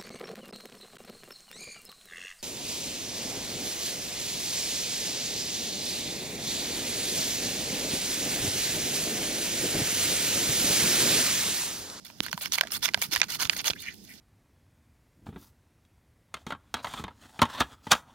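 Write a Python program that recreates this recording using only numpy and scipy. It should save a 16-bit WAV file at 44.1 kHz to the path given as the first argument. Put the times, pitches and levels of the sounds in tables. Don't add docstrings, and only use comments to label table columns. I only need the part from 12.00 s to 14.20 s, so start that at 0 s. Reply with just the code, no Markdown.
import sys
import numpy as np
from scipy import signal
from scipy.fft import rfft, irfft
from scipy.io import wavfile

SR = 44100
rng = np.random.default_rng(int(sys.argv[2]) if len(sys.argv) > 2 else 0)


def digitize_waveform(pressure):
    field = np.atleast_2d(pressure).T
    bounded = np.clip(field, -1, 1)
    quanta = np.round(bounded * 32767).astype(np.int16)
    wavfile.write(sys.argv[1], SR, quanta)


N = 97020

# pitch_hz, relative level_db, shortest t60_s
FRUIT_MODES = [(650, -6, .02), (950, -6, .016), (1580, -2, .013), (2050, -1, .012), (2400, 1, .011),
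               (2990, 2, .008), (3600, 2, .006), (4500, 3, .008), (5500, 1, .005), (6500, 0, .006)]


def amp(db):
    return 10 ** (np.asarray(db) / 20)


def rms_one(x):
    return x / np.sqrt(np.mean(x ** 2) + 1e-20)


def decay_per_sample(t60_s):
    return amp(-60 / (t60_s * SR))


def at_hz(points):
    hz, value = np.transpose(points)
    bins_hz = np.arange(N // 2 + 1) * SR / N
    return np.interp(np.log(bins_hz + 1), np.log(hz + 1), value)


def colour(x, spectrum):
    return irfft(rfft(x) * amp(at_hz(spectrum)), N)


def band(x, low_hz, high_hz):
    return signal.sosfilt(signal.butter(3, [low_hz, high_hz], "band", fs=SR, output="sos"), x)


def low_pass(x, hz):
    return signal.sosfilt(signal.butter(2, hz, fs=SR, output="sos"), x)


def high_pass(x, hz):
    return signal.sosfilt(signal.butter(2, hz, "high", fs=SR, output="sos"), x)


def drift(rate_hz):
    r = np.exp(-2 * np.pi * rate_hz / SR)
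    wander = signal.lfilter([1], [1, -2 * r, r * r], rng.standard_normal(N + SR))
    return rms_one(wander[SR:])


def ring(clicks, hz, t60_s):
    r, w = decay_per_sample(t60_s), 2 * np.pi * hz / SR
    return signal.lfilter([0, np.sin(w)], [1, -2 * r * np.cos(w), r * r], clicks + 1e-18)


def pair(shared, own, alike):
    return np.sqrt(alike) * shared + np.sqrt(1 - alike) * own


def follow(strokes):
    edge_s = .003
    t = np.arange(N) / SR
    on = 0
    for points in strokes:
        inside_s = np.minimum(t - points[0][0], points[-1][0] - t)
        on = on + np.clip(inside_s / edge_s + 1, 0, 1)
    rows = np.concatenate(strokes)
    columns = [np.interp(t, rows[:, 0], column) for column in rows[:, 1:].T]
    return np.minimum(on, 1), columns


def around(x, centre_hz, below_oct, above_oct, count):
    patch_db, patches_hz = 2.5, 45
    edges = np.geomspace(420, 7400, count + 1)
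    band_hz = np.sqrt(edges[1:] * edges[:-1])[:, None]
    off_oct = np.log2(band_hz / centre_hz)
    width_oct = np.where(off_oct < 0, below_oct, above_oct)
    gains = amp(-6 * (off_oct / width_oct) ** 2) + 1e-9
    gains = gains / np.sqrt(np.sum(gains ** 2, axis=0))
    out = 0
    for gain, low_hz, high_hz in zip(gains, edges, edges[1:]):
        patchy = band(x, low_hz, high_hz) * amp(patch_db * drift(patches_hz))
        out = out + gain * rms_one(patchy)
    return out


def lead():
    # pitch_hz, lead_radians of the left port
    left_lead = [(0, 0), (600, -.7), (2500, -1.5), (3200, .2), (4500, -1.8), (16000, -2)]
    hz, radians = np.transpose(left_lead)
    bins_rad = np.interp(np.arange(N // 2 + 1) * SR / N, hz, radians)
    return np.exp(1j * np.array([[1], [0]]) * bins_rad)


def ports(x):
    # pitch_hz, left_minus_right_db
    port_balance = [(60, -4.5), (110, -6.5), (200, -5), (380, -3.5), (700, -3.5), (1290, -6.5), (2380, -1),
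                    (4400, -18.5), (8120, -3.5), (15000, 4)]
    side = np.array([[.5], [-.5]])
    spectrum = rfft(x * np.ones((2, 1)))
    return irfft(spectrum * amp(side * at_hz(port_balance)) * lead(), N)


def air():
    # pitch_hz, relative level_db per Hz
    air_colour = [(18, -36), (30, -5), (221, 4), (600, -2.5), (913, -15.5), (1160, -27), (3580, -20),
                  (4530, -22), (4910, -15), (6550, -19), (8520, -25), (14400, -27), (16000, -37)]
    # time_s, level_db
    breeze = [(0.0, -58.5), (0.29, -50.5), (0.43, -54), (0.62, -51.5), (1.06, -51), (1.37, -50.5),
              (1.43, -49), (1.93, -54), (2.2, -53.5)]
    gust_db, gusts_hz, hiss_db = 1.5, 14, -53.5
    noise = rng.standard_normal((3, N))
    field = colour(pair(noise[0], noise[1:], alike=.5), air_colour)
    field = field / np.std(band(field, 40, 440))
    s, db = np.transpose(breeze)
    wind_db = np.interp(np.arange(N) / SR, s, db)
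    gusts = amp(wind_db + gust_db * drift(gusts_hz))
    wind = gusts * low_pass(field, 500)
    hiss = amp(hiss_db) * high_pass(field, 600)
    return ports(wind + hiss)


def thumps():
    # middle_s, level_db before panning, pitch_hz, half_length in cycles (to 1/e)
    pushes = [(0.206, -23, 220, 0.5), (.347, -34, 177, 1.27), (1.13, -39, 317, 1.5),
              (0.979, -37.5, 115, 0.55), (1.09, -38, 148, 0.71), (1.179, -41.5, 62.3, 0.39),
              (1.458, -34, 80, 0.32), (1.701, -25.5, 380, 0.34), (1.713, -31, 80, 0.23)]
    out = np.zeros((2, N))
    for middle_s, level_db, hz, half_length in pushes:
        cycles = (np.arange(N) / SR - middle_s) * hz
        swell = np.exp(-(cycles / half_length) ** 2)
        out += amp(level_db) * np.sin(2 * np.pi * cycles) * swell * amp([[-4], [3]])
    return out


def tap():
    # start_s, level_db, pitch_hz, t60_s
    tick = (.2048, 1, 3500, .0016)
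    s, level_db, hz, t60_s = tick
    click = 1. * (np.arange(N) == int(s * SR))
    out = np.zeros((2, N))
    out[1] = amp(level_db) * ring(click, hz, t60_s)
    return out


def snaps():
    # start_s, level_db, centre_hz, treble_db (relative), centre_lift_db
    cracks = [(0.1, -34.5, 990, -24.5, 8), (0.263, -21.5, 1410, -3.5, 16), (0.282, -29, 1760, -25, 15),
              (0.314, -25.5, 5640, -8, 11), (0.3281, -16, 1350, -12.5, 9), (0.376, -23, 985, -9, 6.5),
              (0.457, -17, 2010, -10, 3.5), (0.521, -13.5, 6470, -36, 12), (0.579, -19, 970, -3, 0),
              (0.5831, -13.5, 2166, -13.5, 10), (0.6094, -6.5, 1480, -14, 0.5), (0.632, -27, 695, -35, 16),
              (0.635, -24.5, 1680, -25, 29), (0.65, -33.5, 640, -32, 12), (0.671, -26, 2020, -20, -4),
              (0.719, -22.5, 5430, -15, 22), (0.854, -16, 4500, -22, -12), (0.881, -21.5, 1190, -23, 0),
              (0.887, -16, 2110, -16, 12), (0.936, -23.5, 2230, -18, -3), (0.9434, -6.5, 1663, -22.5, 3),
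              (0.974, -27.5, 720, -14, 6), (1.016, -17, 4960, -5, 13), (1.022, -14.5, 2200, -26, 14.5),
              (1.15, -16.5, 4760, -16, 6.5), (1.16, -12, 1730, -10.5, 5.5), (1.167, -19, 1850, -25, 4),
              (1.176, -22.5, 4500, -5.5, 7.5), (1.198, -23, 5230, -27, 13), (1.202, -21, 1630, -8.5, -8),
              (1.2152, -4.5, 2515, -29, 2.5), (1.23, -18, 1640, -37, 4), (1.24, -22.5, 4630, -14.5, -4),
              (1.405, -20, 5600, -25, 19), (1.43, -21, 4970, -18, 24), (1.452, -16.5, 3920, -22, 2),
              (1.4956, -6, 3220, -25.5, -1), (1.531, -23, 1810, -18, 19), (1.643, -23, 2860, -12, -2),
              (1.7, -16, 4180, -29, 2), (1.7047, -15.5, 3600, -21, 10), (1.733, -27.5, 2400, -28, 3)]
    # pitch_hz, relative level_db, shortest t60_s
    spark = [(9870, 0, .003), (11500, -4, .003), (13700, 0, .003)]
    # pitch_hz, left_minus_right_db
    mode_sides = [(700, -2.5), (2500, -8.5), (4500, -8), (9000, -6)]
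    delay_s = .000872
    below_oct, above_oct = 1.15, 1.7
    peak_oct, linger = .24, .6
    detune, mode_spread_db = .03, 2
    spark_db, after_db, after_t60_s = 14, -11.5, .017

    t = np.arange(2000) / SR
    hz, level_db, t60_s = np.transpose(FRUIT_MODES + spark)[:, :, None]
    index = np.arange(len(hz))[:, None]
    is_body, sign = index < len(FRUIT_MODES), (-1) ** index
    side_hz, side_db = np.transpose(mode_sides)
    pan_db = np.interp(np.log(hz), np.log(side_hz), side_db)

    out, tail = np.zeros((2, N + SR)), np.zeros((2, N))
    for s, snap_db, centre_hz, treble_db, lift_db in cracks:
        level_draw, pitch_draw, pan_draw = rng.standard_normal((3, len(hz), 1))
        off_oct = np.log2(hz / centre_hz)
        near = np.exp(-(off_oct / peak_oct) ** 2)
        width_oct = np.where(off_oct < 0, below_oct, above_oct)
        body_db = lift_db * near - 6 * (off_oct / width_oct) ** 2
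        tilt_db = np.where(is_body, body_db, treble_db + spark_db)
        tuned_hz = hz * (1 + detune * pitch_draw) * 2 ** (-off_oct * near)
        decay_db = -60 * t / (t60_s * (1 + linger * near))
        heights = amp(level_db + tilt_db + mode_spread_db * level_draw + decay_db)
        modes = sign * heights * np.sin(2 * np.pi * tuned_hz * t)
        modes = amp(snap_db) * modes / np.max(np.abs(np.sum(modes, axis=0)))
        half_pan = amp((pan_db + mode_spread_db * pan_draw) / 2)
        at = int((s + delay_s) * SR)
        out[:, at:at + len(t)] += [np.sum(modes * half_pan, axis=0), np.sum(modes / half_pan, axis=0)]
        tail[:, at] = amp(snap_db + after_db + np.array([-4, 3]))

    crumbs = rms_one(band(rng.standard_normal((2, N)), 644, 6150))
    tail_gain = signal.lfilter([1], [1, -decay_per_sample(after_t60_s)], tail + 1e-18)
    out = high_pass(out[:, :N] + crumbs * tail_gain, 480)
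    return irfft(rfft(out) * lead(), N)


def fibre_grains():
    fibres_per_s, fibre_spread_db, hiss_db = 4000, 4.5, -1
    clump_db, clumps_hz = 2, 220
    pops_per_s, pop_db, pop_t60_s = 130, 5.5, .003
    sizes = amp(fibre_spread_db * np.minimum(rng.exponential(1, (3, N)), 5))
    sizes = sizes * rng.choice([-1, 1], (3, N))
    clicks = rms_one(sizes * (rng.random((3, N)) < fibres_per_s / SR))
    grains = clicks + amp(hiss_db) * rng.standard_normal((3, N))
    pops = (rng.random(N) < pops_per_s / SR) * amp(pop_db) * rng.random(N)
    bursts = 1 + signal.lfilter([1], [1, -decay_per_sample(pop_t60_s)], pops + 1e-18)
    return grains * bursts * amp(clump_db * drift(clumps_hz))


def rasp():
    # time_s, body level_db, centre_hz, treble level_db (before drag and ports)
    saw_strokes = [
        [(0.043, -79, 2940, -86.5), (0.05, -46.5, 4670, -47), (0.078, -52, 4170, -57),
         (0.112, -54.5, 1850, -59)],
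        [(0.225, -49.5, 4040, -50), (0.235, -37.5, 4300, -39), (0.255, -42.5, 4300, -50),
         (0.298, -45, 2930, -52)],
        [(0.308, -57, 4140, -59), (0.316, -55, 5250, -54), (0.345, -42.5, 2300, -52)],
        [(0.372, -58, 3010, -53), (0.382, -50, 2010, -51), (0.4, -54, 4970, -41)],
        [(0.411, -38, 3830, -50), (0.416, -35, 3370, -34), (0.435, -40.5, 3800, -39.5),
         (0.455, -38.5, 3420, -47), (0.483, -47.5, 3600, -51)],
        [(0.518, -47, 3500, -53), (0.522, -33, 6400, -34), (0.555, -25.5, 5700, -31),
         (0.566, -44.5, 3920, -46.5), (0.598, -37, 2130, -50)],
        [(0.62, -42, 1600, -59), (0.637, -52, 1320, -55), (0.65, -55, 1130, -65), (0.685, -50.5, 3280, -57)],
        [(0.708, -42.5, 4140, -58), (0.717, -54, 4760, -36), (0.721, -34, 4740, -30), (0.765, -34, 3200, -37),
         (0.78, -45, 3320, -39)],
        [(0.818, -53, 3780, -56), (0.829, -29, 4100, -32), (0.858, -24, 4670, -30.5), (0.869, -38.5, 3430, -46),
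         (0.9, -43, 2790, -53)],
        [(0.95, -57, 2300, -52), (0.975, -52, 1920, -67), (0.995, -47.5, 3600, -45), (1.012, -46, 3830, -56)],
        [(1.014, -47, 3700, -35), (1.02, -34, 3340, -26.5), (1.042, -35.5, 3600, -36.5),
         (1.068, -43.5, 3740, -44.5)],
        [(1.11, -51, 3050, -51), (1.113, -36, 5000, -42), (1.135, -25.5, 3740, -29.5),
         (1.15, -33.5, 3720, -39.5), (1.196, -43, 4150, -48)],
        [(1.222, -45.5, 2200, -75), (1.235, -32, 1960, -65), (1.25, -46, 3000, -51)],
        [(1.284, -49, 3120, -54), (1.3, -33.5, 4400, -38), (1.306, -35.5, 4100, -38.5), (1.355, -35, 4140, -38),
         (1.372, -47, 3390, -50)],
        [(1.39, -42, 2400, -53), (1.396, -34.5, 3700, -42.5), (1.425, -26.5, 3530, -29.5),
         (1.44, -35, 3460, -39), (1.455, -38, 3450, -43), (1.475, -42.5, 3090, -50)],
        [(1.502, -43.5, 2410, -46), (1.53, -41, 2700, -45), (1.553, -44.5, 3470, -44)],
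        [(1.565, -34.5, 4160, -46), (1.575, -40.5, 4200, -35.5), (1.6, -32, 4200, -50.5),
         (1.618, -45, 3100, -42)],
        [(1.64, -48.5, 3350, -51), (1.65, -36, 3110, -43), (1.658, -27.5, 4040, -31.5),
         (1.688, -26, 3340, -29.5), (1.696, -42, 3750, -43), (1.716, -36.5, 2820, -45)],
    ]
    slides = [
        [(1.755, -59, 2880, -53.5), (1.765, -57, 1950, -60), (1.79, -52.5, 3250, -62), (1.815, -48, 3560, -42),
         (1.85, -44.5, 2700, -58), (1.888, -48, 2720, -53), (1.91, -51.5, 2740, -68), (1.945, -56.5, 3640, -53)],
        [(2.04, -59, 4200, -53), (2.075, -57, 4190, -63), (2.095, -63, 2700, -53), (2.115, -58, 2900, -56),
         (2.14, -56.5, 3930, -56), (2.2, -60, 2830, -68)],
    ]
    # time_s, level_db before ports, pitch_hz
    squeaks = [
        [(1.756, -62, 1700), (1.763, -43, 1730), (1.778, -52, 2400), (1.79, -46, 3530), (1.815, -44.5, 4430),
         (1.825, -57, 4430)],
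        [(1.82, -51, 2240), (1.85, -47.5, 2290), (1.888, -32, 2270), (1.91, -50.5, 2040), (1.94, -60, 1930)],
        [(2.085, -61, 2000), (2.098, -50.5, 2160), (2.12, -50, 2180), (2.14, -62, 1980)],
    ]
    # pitch_hz, relative level_db per Hz
    treble_colour = [(4470, -74), (7600, 4.5), (7970, -6), (9830, 3.5), (12000, -1.5), (13600, 4.5),
                     (15600, -3.5), (16400, -2)]
    body_db = 4.5
    rest_db = -9.5
    stroke_below_oct, slide_below_oct, above_oct = 1.65, 1, 3.6
    squeak_oct = .26

    grains = fibre_grains()
    torn = pair(grains[0], grains[1:], alike=.5)
    fruit = 0
    for hz, _, t60_s in FRUIT_MODES:
        unit_gain = np.log(1000) / (t60_s * SR) * 2
        fruit = fruit + ring(torn, hz, t60_s) * unit_gain
    torn = torn + amp(body_db) * fruit

    on, (level_db, centre_hz, treble_db) = follow(saw_strokes + slides)
    sawing = np.arange(N) / SR < slides[0][0][0]
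    below_oct = np.where(sawing, stroke_below_oct, slide_below_oct)
    body = amp(level_db) * around(torn, centre_hz, below_oct, above_oct, count=14)
    treble = colour(pair(grains[0], grains[1:], alike=.13), treble_colour)
    treble = amp(treble_db) * rms_one(band(treble, 7700, 16600))
    out = np.maximum(on, amp(rest_db)) * (body + treble)

    on, (level_db, pitch_hz) = follow(squeaks)
    squeak = on * amp(level_db) * around(torn, pitch_hz, squeak_oct, squeak_oct, count=16)
    return ports(out + squeak)


def scene():
    return air() + thumps() + tap() + snaps() + rasp()


def record(dry):
    x = high_pass(dry, 38)
    top_cut = signal.cheby2(18, 80, 16600, fs=SR, output="sos")
    return np.clip(signal.sosfilt(top_cut, x), -1, 1)


dry = scene()
out = record(dry)
digitize_waveform(out)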